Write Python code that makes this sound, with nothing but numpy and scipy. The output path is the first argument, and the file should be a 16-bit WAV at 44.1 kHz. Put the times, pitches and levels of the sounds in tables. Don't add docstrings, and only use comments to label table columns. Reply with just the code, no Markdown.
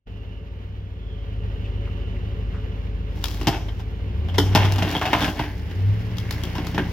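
import sys
import numpy as np
from scipy import signal
from scipy.fft import rfft, irfft, next_fast_len
from scipy.io import wavfile
from scipy.ndimage import uniform_filter1d, map_coordinates

SR = 44100
rng = np.random.default_rng(int(sys.argv[2]) if len(sys.argv) > 2 else 0)


def log_audio(samples):
    frames = np.atleast_2d(samples).T
    limited = np.clip(frames, -1, 1)
    pcm = np.round(limited * 32767).astype(np.int16)
    wavfile.write(sys.argv[1], SR, pcm)


N = 305172
TIME = np.arange(N) / SR
THUD_HZ, CLANG_HZ, CRACK_HZ = (100, 560), (560, 3600), (3600, 20000)

# f/Hz, level/dB
WOOD_SPECTRUM = [(300, -28), (900, 0.5), (2000, -5), (3300, 1.5), (4300, -1), (5400, -2), (7500, -12),
                 (8700, -24), (11000, -12), (15500, -14.5)]
# t/s, grinding level/dB, crushed-leaf level/dB
SLIDING = [(3.05, -52, -61), (3.28, -47.5, -49.5), (3.44, -44, -50), (3.52, -31, -61), (3.72, -63, -62),
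           (4.1, -65, -75), (4.49, -41, -58), (4.59, -26.5, -46), (4.76, -36.5, -51.5), (4.93, -31, -39.5),
           (5.1, -33, -46), (5.22, -26.5, -38.5), (5.33, -46, -48), (5.43, -38, -54), (5.56, -52.5, -59),
           (6.1, -51, -59), (6.4, -44, -53), (6.92, -47.5, -53.5)]
GRIND_REF_DB = -40


def gain_of(db):
    return 10 ** (np.asarray(db) / 20)


def unit_rms(x):
    return x / np.sqrt(np.mean(x ** 2) + 1e-20)


def at_frequency(points, hz):
    f, value = np.transpose(points)
    return np.interp(np.log(hz + 1), np.log(f + 1), value)


def curves(rows):
    times, *columns = np.transpose(rows)
    return [np.interp(TIME, times, column) for column in columns]


def add(mix, start_s, sound):
    part = mix[:, max(round(start_s * SR), 0):][:, :sound.shape[1]]
    part += sound[:, :part.shape[1]]


def wander(per_s):
    position = np.arange(N) * per_s / SR
    return unit_rms(map_coordinates(rng.standard_normal(8192), [position], order=2, mode="wrap"))


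def colour(x, spectrum):
    log_gain = at_frequency(spectrum, abs(np.fft.fftfreq(4096, 1 / SR))) * np.log(10) / 20
    taps = np.fft.ifft(np.exp(np.conj(signal.hilbert(log_gain)))).real[:2048]
    return signal.oaconvolve(np.atleast_2d(x), taps[None], axes=1)[:, :x.shape[-1]]


def band(x, lo_hz, hi_hz):
    return signal.sosfilt(signal.butter(3, [lo_hz, hi_hz], "band", fs=SR, output="sos"), x)


def resonate(x, hz, width_hz):
    return signal.lfilter(*signal.iirpeak(hz, hz / width_hz, SR), x)


def pan_by_band(pair, balance):
    return np.vstack([colour(x, [(f, side * db / 2) for f, db in balance])
                      for x, side in zip(pair, (1, -1))])


def spread(pair):
    # f/Hz, correlation
    coherence = [(100, 0.98), (600, 0.97), (1400, 0.68), (3100, 0.79), (6000, 0.11), (15000, 0.37)]
    # f/Hz, left minus right level/dB
    balance = [(400, 0), (1300, 1), (2400, -1.5), (4400, 7), (8000, 6.5), (15000, 10)]
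    size = next_fast_len(pair.shape[1])
    alike = at_frequency(coherence, np.fft.rfftfreq(size, 1 / SR))
    weights = np.sqrt([(1 + alike) / 2, (1 - alike) / 2])
    mid, side = irfft(rfft(pair, size) * weights, size)[:, :pair.shape[1]]
    return pan_by_band(np.array([mid + side, mid - side]), balance)


def impacts(count, per_s, scatter_db=0):
    size = gain_of(scatter_db * np.minimum(rng.exponential(1, count), 3.5))
    struck = rng.random(count) < per_s / SR
    return unit_rms(size * struck * rng.standard_normal((2, count)))


def hollow(x, tail_db=-11, bank_db=-9, bank_delay_s=.015):
    # f/Hz, T60/s
    decay_times = [(100, 0.31), (500, 0.79), (2000, 0.15), (6000, 0.58), (15000, 0.46)]
    echoes = rng.standard_normal((2, SR // 2)) * (rng.random((2, SR // 2)) < 2500 / SR)
    hz, t, spectra = signal.stft(echoes, SR, nperseg=256)
    decay = gain_of(-60 * t / at_frequency(decay_times, hz)[:, None])
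    tail = signal.istft(spectra * decay * np.clip(t / 0.017, 0, 1), SR, nperseg=256)[1]
    tail = tail + 0.74 * tail[::-1]
    tail *= gain_of(tail_db) / np.linalg.norm(tail[0])
    bank = rng.standard_normal(128) * signal.windows.hann(128)
    add(tail, bank_delay_s, gain_of(bank_db) * np.array([bank, bank]) / np.linalg.norm(bank))
    return x + signal.fftconvolve(x, tail, axes=1)[:, :N]


def engine_state():
    # t/s, speed/rpm
    speed = [(0, 758), (.3, 754), (.66, 913.4), (.86, 905.5), (1.07, 766.4), (2.1, 754.6), (2.7, 781.2),
             (3.88, 772.7), (4.08, 893), (4.34, 1370), (4.55, 1495), (4.83, 1450), (5.11, 1006),
             (5.42, 784), (5.57, 985.7), (5.78, 1421), (6.02, 1629), (6.22, 1659), (6.5, 1817),
             (6.92, 1824)]
    # t/s, exhaust level/dB
    load = [(0, -37), (1.05, -35), (1.5, -29.5), (2.5, -29), (3.9, -31), (4.2, -26.5), (4.42, -22),
            (4.8, -23), (5.0, -32), (5.5, -33.5), (5.9, -23.5), (6.2, -24.5), (6.92, -20)]
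    # exhaust level/dB, rasp level/dB, clatter level/dB
    strain = [(-35.5, -48, -55), (-36.5, -49, -57.5), (-31, -44.5, -51), (-28.5, -41.5, -49.5),
              (-18.5, -39, -46)]
    (rpm,), (load_db,) = curves(speed), curves(load)
    loads, rasps, clatters = np.transpose(strain)
    return rpm, load_db, np.interp(load_db, loads, rasps), np.interp(load_db, loads, clatters)


def fan_and_pumps(jitter_rad=.4, flutter=0.66):
    # f/Hz, level/dB
    whines = [(655, -67), (722, -66), (791, -69), (920.5, -68), (1180, -67), (1395, -67), (1561, -70),
              (1739, -74), (2109, -68), (2304, -72), (2826, -66), (3026, -67), (5130, -78)]
    clatter_db = engine_state()[-1]
    tones = 0
    for hz, db in whines:
        phase = 2 * np.pi * hz * TIME + jitter_rad * wander(25)
        tones += gain_of(db) * np.sin(phase) * (1 + flutter * wander(30))
    return gain_of(clatter_db + 50.5) * np.array([0.51 * tones, 1.2 * tones])


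def belt_squeal(detune=0.93):
    # t/s, f/Hz, level/dB
    squeal = [(0.06, 2966, -61.5), (0.38, 2965, -57.5), (0.47, 2945, -68), (0.95, 3440, -71),
              (1.0, 3430, -63), (1.13, 3370, -57), (1.4, 2990, -58.5), (2.1, 2970, -55), (3.5, 2883, -74.5)]
    hz, db = curves(squeal)
    ribs = []
    for ratio in (1, detune):
        rib_hz = hz * ratio * (1 + .018 * wander(700))
        ribs.append(np.sin(2 * np.pi * np.cumsum(rib_hz) / SR) * (1 + .35 * wander(110)))
    tone = unit_rms(ribs[0] + 0.9 * ribs[1])
    return gain_of(db) * np.array([0.66 * tone, 1.4 * np.roll(tone, 17)])


def line_creaks():
    # t/s, level/dB, f/Hz, duration/s
    creaks = [(1.631, -47.5, 2739, 0.043), (1.83, -50, 2104, 0.05), (1.854, -50, 1250, 0.051),
              (2.148, -51, 2073, 0.032), (2.529, -46, 1343, 0.066)]
    out, t = np.zeros((2, N)), np.arange(SR // 6) / SR
    for start_s, db, hz, length_s in creaks:
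        slips = impacts(len(t), per_s=1500)
        creak = resonate(resonate(slips, hz, width_hz=600), hz, width_hz=1500)
        envelope = np.sin(np.pi * np.minimum(t / length_s, 1))
        add(out, start_s, gain_of(db) * unit_rms(spread(creak)) * envelope)
    return out


def cycle_noise(cycles, random_share, size=4096):
    patterns = rng.standard_normal((2, size))
    repeating = np.array([np.interp(cycles % 1, np.arange(size) / size, p) for p in patterns])
    fresh = rng.standard_normal((2, N))
    return np.sqrt(1 - random_share) * unit_rms(repeating) + np.sqrt(random_share) * fresh


def exhaust_rasp(cycles, firing):
    # f/Hz, level/dB
    puff_spectrum = [(65, -30), (110, -1), (130, -12), (166, 0), (204, -7), (286, -8), (324, -21), (360, 1),
                     (400, -18), (432, -5), (566, -23.5), (617, -27.5), (1100, -62.5), (1430, -57.5),
                     (2420, -120)]
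    # f/Hz, bandwidth/Hz, level/dB
    body_modes = [(225, 0.9, -16.5), (361.6, 3.6, -8), (430.7, 2.3, -8.5), (563, 2.6, -14.5)]
    puffs = cycle_noise(cycles, random_share=.3) * (1 + 0.074 * firing)
    rasp = colour(puffs, puff_spectrum)
    rasp /= np.std(band(rasp[0], 190, 650))
    body = sum(gain_of(db) * unit_rms(resonate(puffs, hz, width)) for hz, width, db in body_modes)
    mid, side = rasp + body
    return np.array([mid + .25 * side, mid - .25 * side])


def bay_clatter(cycles, firing, stereo_width=0.58):
    # f/Hz, level/dB
    bay_spectrum = [(400, 2), (700, -3), (950, -1.5), (1300, -5.5), (1800, -4), (2150, -6), (2500, -6.5),
                    (2950, -4), (3600, -9.5), (5200, -21.5), (6800, -25.5), (8500, -62), (11500, -29.5),
                    (15700, -32)]
    # f/Hz, left minus right level/dB
    balance = [(60, 3), (110, 15.5), (200, -1.5), (380, 11.5), (700, 2.5), (1290, -3.5), (2380, -8),
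               (4400, 2.5), (8120, 4.5), (15000, -1.5)]
    noise = cycle_noise(cycles, random_share=0.83, size=8192)
    mid, side = colour(noise * (1 + 0.075 * firing + 0.1 * wander(40)), bay_spectrum)
    left = mid + stereo_width * side
    right = np.roll(mid - stereo_width * side, 17)
    clatter = pan_by_band([left, right], balance)
    return clatter / np.std(band(clatter.mean(0), 900, 7000))


def exhaust_boom(cycles, cycle_hz, load_db, right_lag_rad=0.29, waver=0.16):
    # order, level/dB
    orders = [(3, -14.5), (4, -25), (5, -9), (6, -19.5), (7, -12.5), (8, 0.5), (9, -21), (10, -13),
              (11, -6), (12, -24.5), (13, -4.5), (14, -22.5), (15, -17), (16, -7.5), (17, -21.5),
              (18, -20.5), (19, -19), (20, -16), (21, -8.5), (22, -19), (23, -16), (24, -13), (25, -12.5),
              (26, -14.5), (27, -6.5), (28, -16.5), (29, -8.5)]
    # f/Hz, level/dB
    pipe = [(25, -17), (38, 0), (50, 0), (62, -2), (74, 0), (86, -4.5), (94, 2.5), (101, 5), (110, -5.5),
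            (122, -22.5), (145, -20), (175, -8.5), (200, -17.5), (228, -15.5), (300, -43), (450, -25)]
    boom = 0
    for order, db in orders:
        amplitude = gain_of(load_db + db + at_frequency(pipe, order * cycle_hz)) * (1 + waver * wander(9))
        boom = boom + amplitude * np.exp(2j * np.pi * (order * cycles + rng.random()))
    pair = np.array([boom, boom * np.exp(-1j * right_lag_rad)]).real
    return np.sqrt(2) * pair * gain_of([[.25], [-.25]])


def truck():
    rpm, load_db, rasp_db, clatter_db = engine_state()
    cycle_hz = rpm / (2 * 60)
    cycles = np.cumsum(cycle_hz) / SR
    firing = np.cos(2 * np.pi * 8 * cycles)
    rasp = gain_of(rasp_db) * exhaust_rasp(cycles, firing)
    clatter = gain_of(clatter_db - 3) * bay_clatter(cycles, firing)
    return exhaust_boom(cycles, cycle_hz, load_db) + rasp + clatter


def leaf_rustle(start_s=5.14, rise_s=0.26, judder_db=1.5):
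    # f/Hz, level/dB
    rustle_spectrum = [(300, -15), (1100, -16), (1600, 5), (2200, 7), (2600, -11), (3300, -15.5),
                       (5000, -8.5), (8500, -37), (11000, -20), (15500, -23)]
    grind_db, _ = curves(SLIDING)
    rustle = spread(colour(impacts(N, per_s=13000, scatter_db=5), rustle_spectrum))
    level_db = -41.5 + (grind_db - GRIND_REF_DB) + judder_db * wander(56)
    return gain_of(level_db) * unit_rms(rustle) * np.clip((TIME - start_s) / rise_s, 0, 1)


def twig_snaps(break_s=.002, splinter_s=0.021, splinter_db=-12):
    # t/s, peak level/dB, wood resonance f/Hz
    snaps = [(3.2403, -7.5, 3430), (3.2831, -22, 3180), (3.313, -27.5, 3160), (3.2555, -20.5, 3420),
             (3.344, -28.5, 1750), (3.371, -34, 3270), (4.722, -17, 2744), (4.7602, -24, 1500),
             (6.17, -27.5, 2670), (6.1826, -20, 3200), (6.3085, -17.5, 1970), (6.3249, -25.5, 5160),
             (6.4359, -18.5, 3214), (6.6687, -24, 2277), (6.781, -24.5, 1535)]
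    out, t = np.zeros((2, N)), np.arange(SR // 6) / SR
    for start_s, db, hz in snaps:
        envelope = np.exp(-t / break_s) + gain_of(splinter_db) * np.exp(-t / splinter_s)
        force = impacts(len(t), per_s=14000, scatter_db=2.5) * envelope
        crack = spread(colour(force + 1.07 * resonate(force, hz, width_hz=250), WOOD_SPECTRUM))
        add(out, start_s, gain_of(db) * crack / abs(crack.mean(0)).max())
    return out


def cabinet(force, ring_db=-9):
    # f/Hz, level/dB
    box_spectrum = [(76, -13.5), (130, -2), (172, -4), (220, -8), (297, -3), (501, -14.5), (863, -12),
                    (1270, -20.5), (1780, -18.5), (2360, -20.5), (3200, -17.5), (4320, -27), (5290, -23),
                    (8570, -45), (14800, -37.5), (16000, -77)]
    # f/Hz, level/dB, T60/s
    panel_modes = [(164, 8.5, 0.15), (295, 8.5, 0.093), (305, 6.5, 0.2), (365.2, -3, 0.17), (418, 8, 0.082),
                   (668, -8, 0.15), (830, -22, 0.23), (880, -21, .2), (1033, -10, 0.15), (1574, -10, 0.13),
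                   (1720, -25, .2), (1620, -6.5, 0.16), (2177, 2, 0.046), (2800, 5, 0.039), (2940, -9, .08),
                   (3200, -22, .08)]
    t = np.arange(SR // 3) / SR
    response = sum(gain_of(db - 60 * t / t60) * np.sin(2 * np.pi * hz * t) for hz, db, t60 in panel_modes)
    ringing = signal.oaconvolve(force, response[None], axes=1)[:, :force.shape[1]]
    return unit_rms(colour(force, box_spectrum)) + gain_of(ring_db) * unit_rms(ringing)


def cabinet_scrape(rise_s=0.16):
    grind_db, leaves_db = curves(SLIDING)
    rumble_db = -38 + 0.74 * (grind_db - GRIND_REF_DB)
    judder = gain_of(2.2 * wander(45))
    steel = spread(cabinet(impacts(N, per_s=5000, scatter_db=3) * judder))
    leaves = spread(colour(impacts(N, per_s=4000, scatter_db=3.5) * judder, WOOD_SPECTRUM))
    sticks = spread(colour(impacts(N, per_s=120, scatter_db=1), WOOD_SPECTRUM))
    rumble = gain_of(rumble_db) * unit_rms(band(steel, *THUD_HZ))
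    grind = gain_of(grind_db) * unit_rms(band(steel, *CLANG_HZ))
    crackle = gain_of(leaves_db) * (unit_rms(band(leaves, *CRACK_HZ)) + gain_of(-4) * unit_rms(sticks))
    return (rumble + grind + crackle) * np.clip((TIME - SLIDING[0][0]) / rise_s, 0, 1)


def cabinet_bangs(crunch_s=0.017, settle_s=0.043):
    # t/s, level/dB, thud offset/dB, crack offset/dB, settling level/dB, panel f/Hz
    blows = [(3.413, -35, 8, -5.5, -25, 930), (3.471, -21, 5.5, -2, -12.5, 880),
             (3.685, -38.5, -8, -14, -21, 3020), (3.796, -43.5, -10, -7.5, -23, 950),
             (4.286, -36.5, -11, -12, -29, 3036), (4.342, -36, -6, -10, 7, 645),
             (4.382, -15, 1, -5, -9, 3070), (4.55, -15, 4, -5.5, -16, 850),
             (4.574, -20.5, -6, -11, -21, 940), (4.599, -29.5, 2, -14, -19, 805),
             (4.649, -31.5, 4, -3.5, -16, 705), (4.783, -29, 2.5, -6, -16, 860),
             (4.823, -21.5, 0.5, -12.5, -23, 686), (4.951, -21.5, -2, -28, -19, 3170),
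             (5.014, -25, -19, -14, -18, 1080), (5.054, -22.5, -29, -14.5, -3, 761),
             (5.131, -15, -0.5, -14.5, -9, 1070), (5.214, -24.5, 1, -10, 0, 3200),
             (5.244, -24.5, -4, -6, -8, 1490), (5.279, -26.5, 0.5, -32, -21, 810),
             (5.394, -23, 2, -16, -7, 920), (6.552, -35, 2, -6.5, 8, 1021), (6.582, -32, 7.5, -12, -8, 870),
             (6.745, -32.5, 9, -8, -9, 748.5), (6.779, -21.5, 2, -31, -9, 1600)]
    out, t = np.zeros((2, N)), np.arange(SR // 2) / SR
    for start_s, level_db, thud_db, crack_db, settle_db, panel_hz in blows:
        envelope = np.exp(-(t / crunch_s) ** 2) + gain_of(settle_db) * np.exp(-t / settle_s)
        force = impacts(len(t), per_s=4000) * envelope
        force[0, 10] += 12
        steel = spread(cabinet(force))
        parts = [(band(steel, *THUD_HZ), thud_db - 1),
                 (band(steel, *CLANG_HZ), -1),
                 (band(steel, *CRACK_HZ), crack_db),
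                 (resonate(steel, panel_hz, width_hz=260), -3.5)]
        for part, offset_db in parts:
            peak_rms = np.sqrt(uniform_filter1d(part.mean(0) ** 2, 441).max())
            add(out, start_s, gain_of(level_db + offset_db) * part / peak_rms)
    return out


def scene():
    pickup = truck() + fan_and_pumps() + belt_squeal()
    towing = cabinet_scrape() + leaf_rustle() + line_creaks() + cabinet_bangs() + twig_snaps()
    return pickup + hollow(towing)


def record(dry, low_hz=34, high_hz=15950):
    fade_in = gain_of(np.interp(TIME, [.055, .072], [-42, 0]))
    heard = signal.sosfilt(signal.butter(5, low_hz, "high", fs=SR, output="sos"), dry) * fade_in
    low_pass = signal.firwin(511, high_hz, window=("kaiser", 9), fs=SR)
    return signal.oaconvolve(heard, low_pass[None], "same")


dry = scene()
out = record(dry)
log_audio(out)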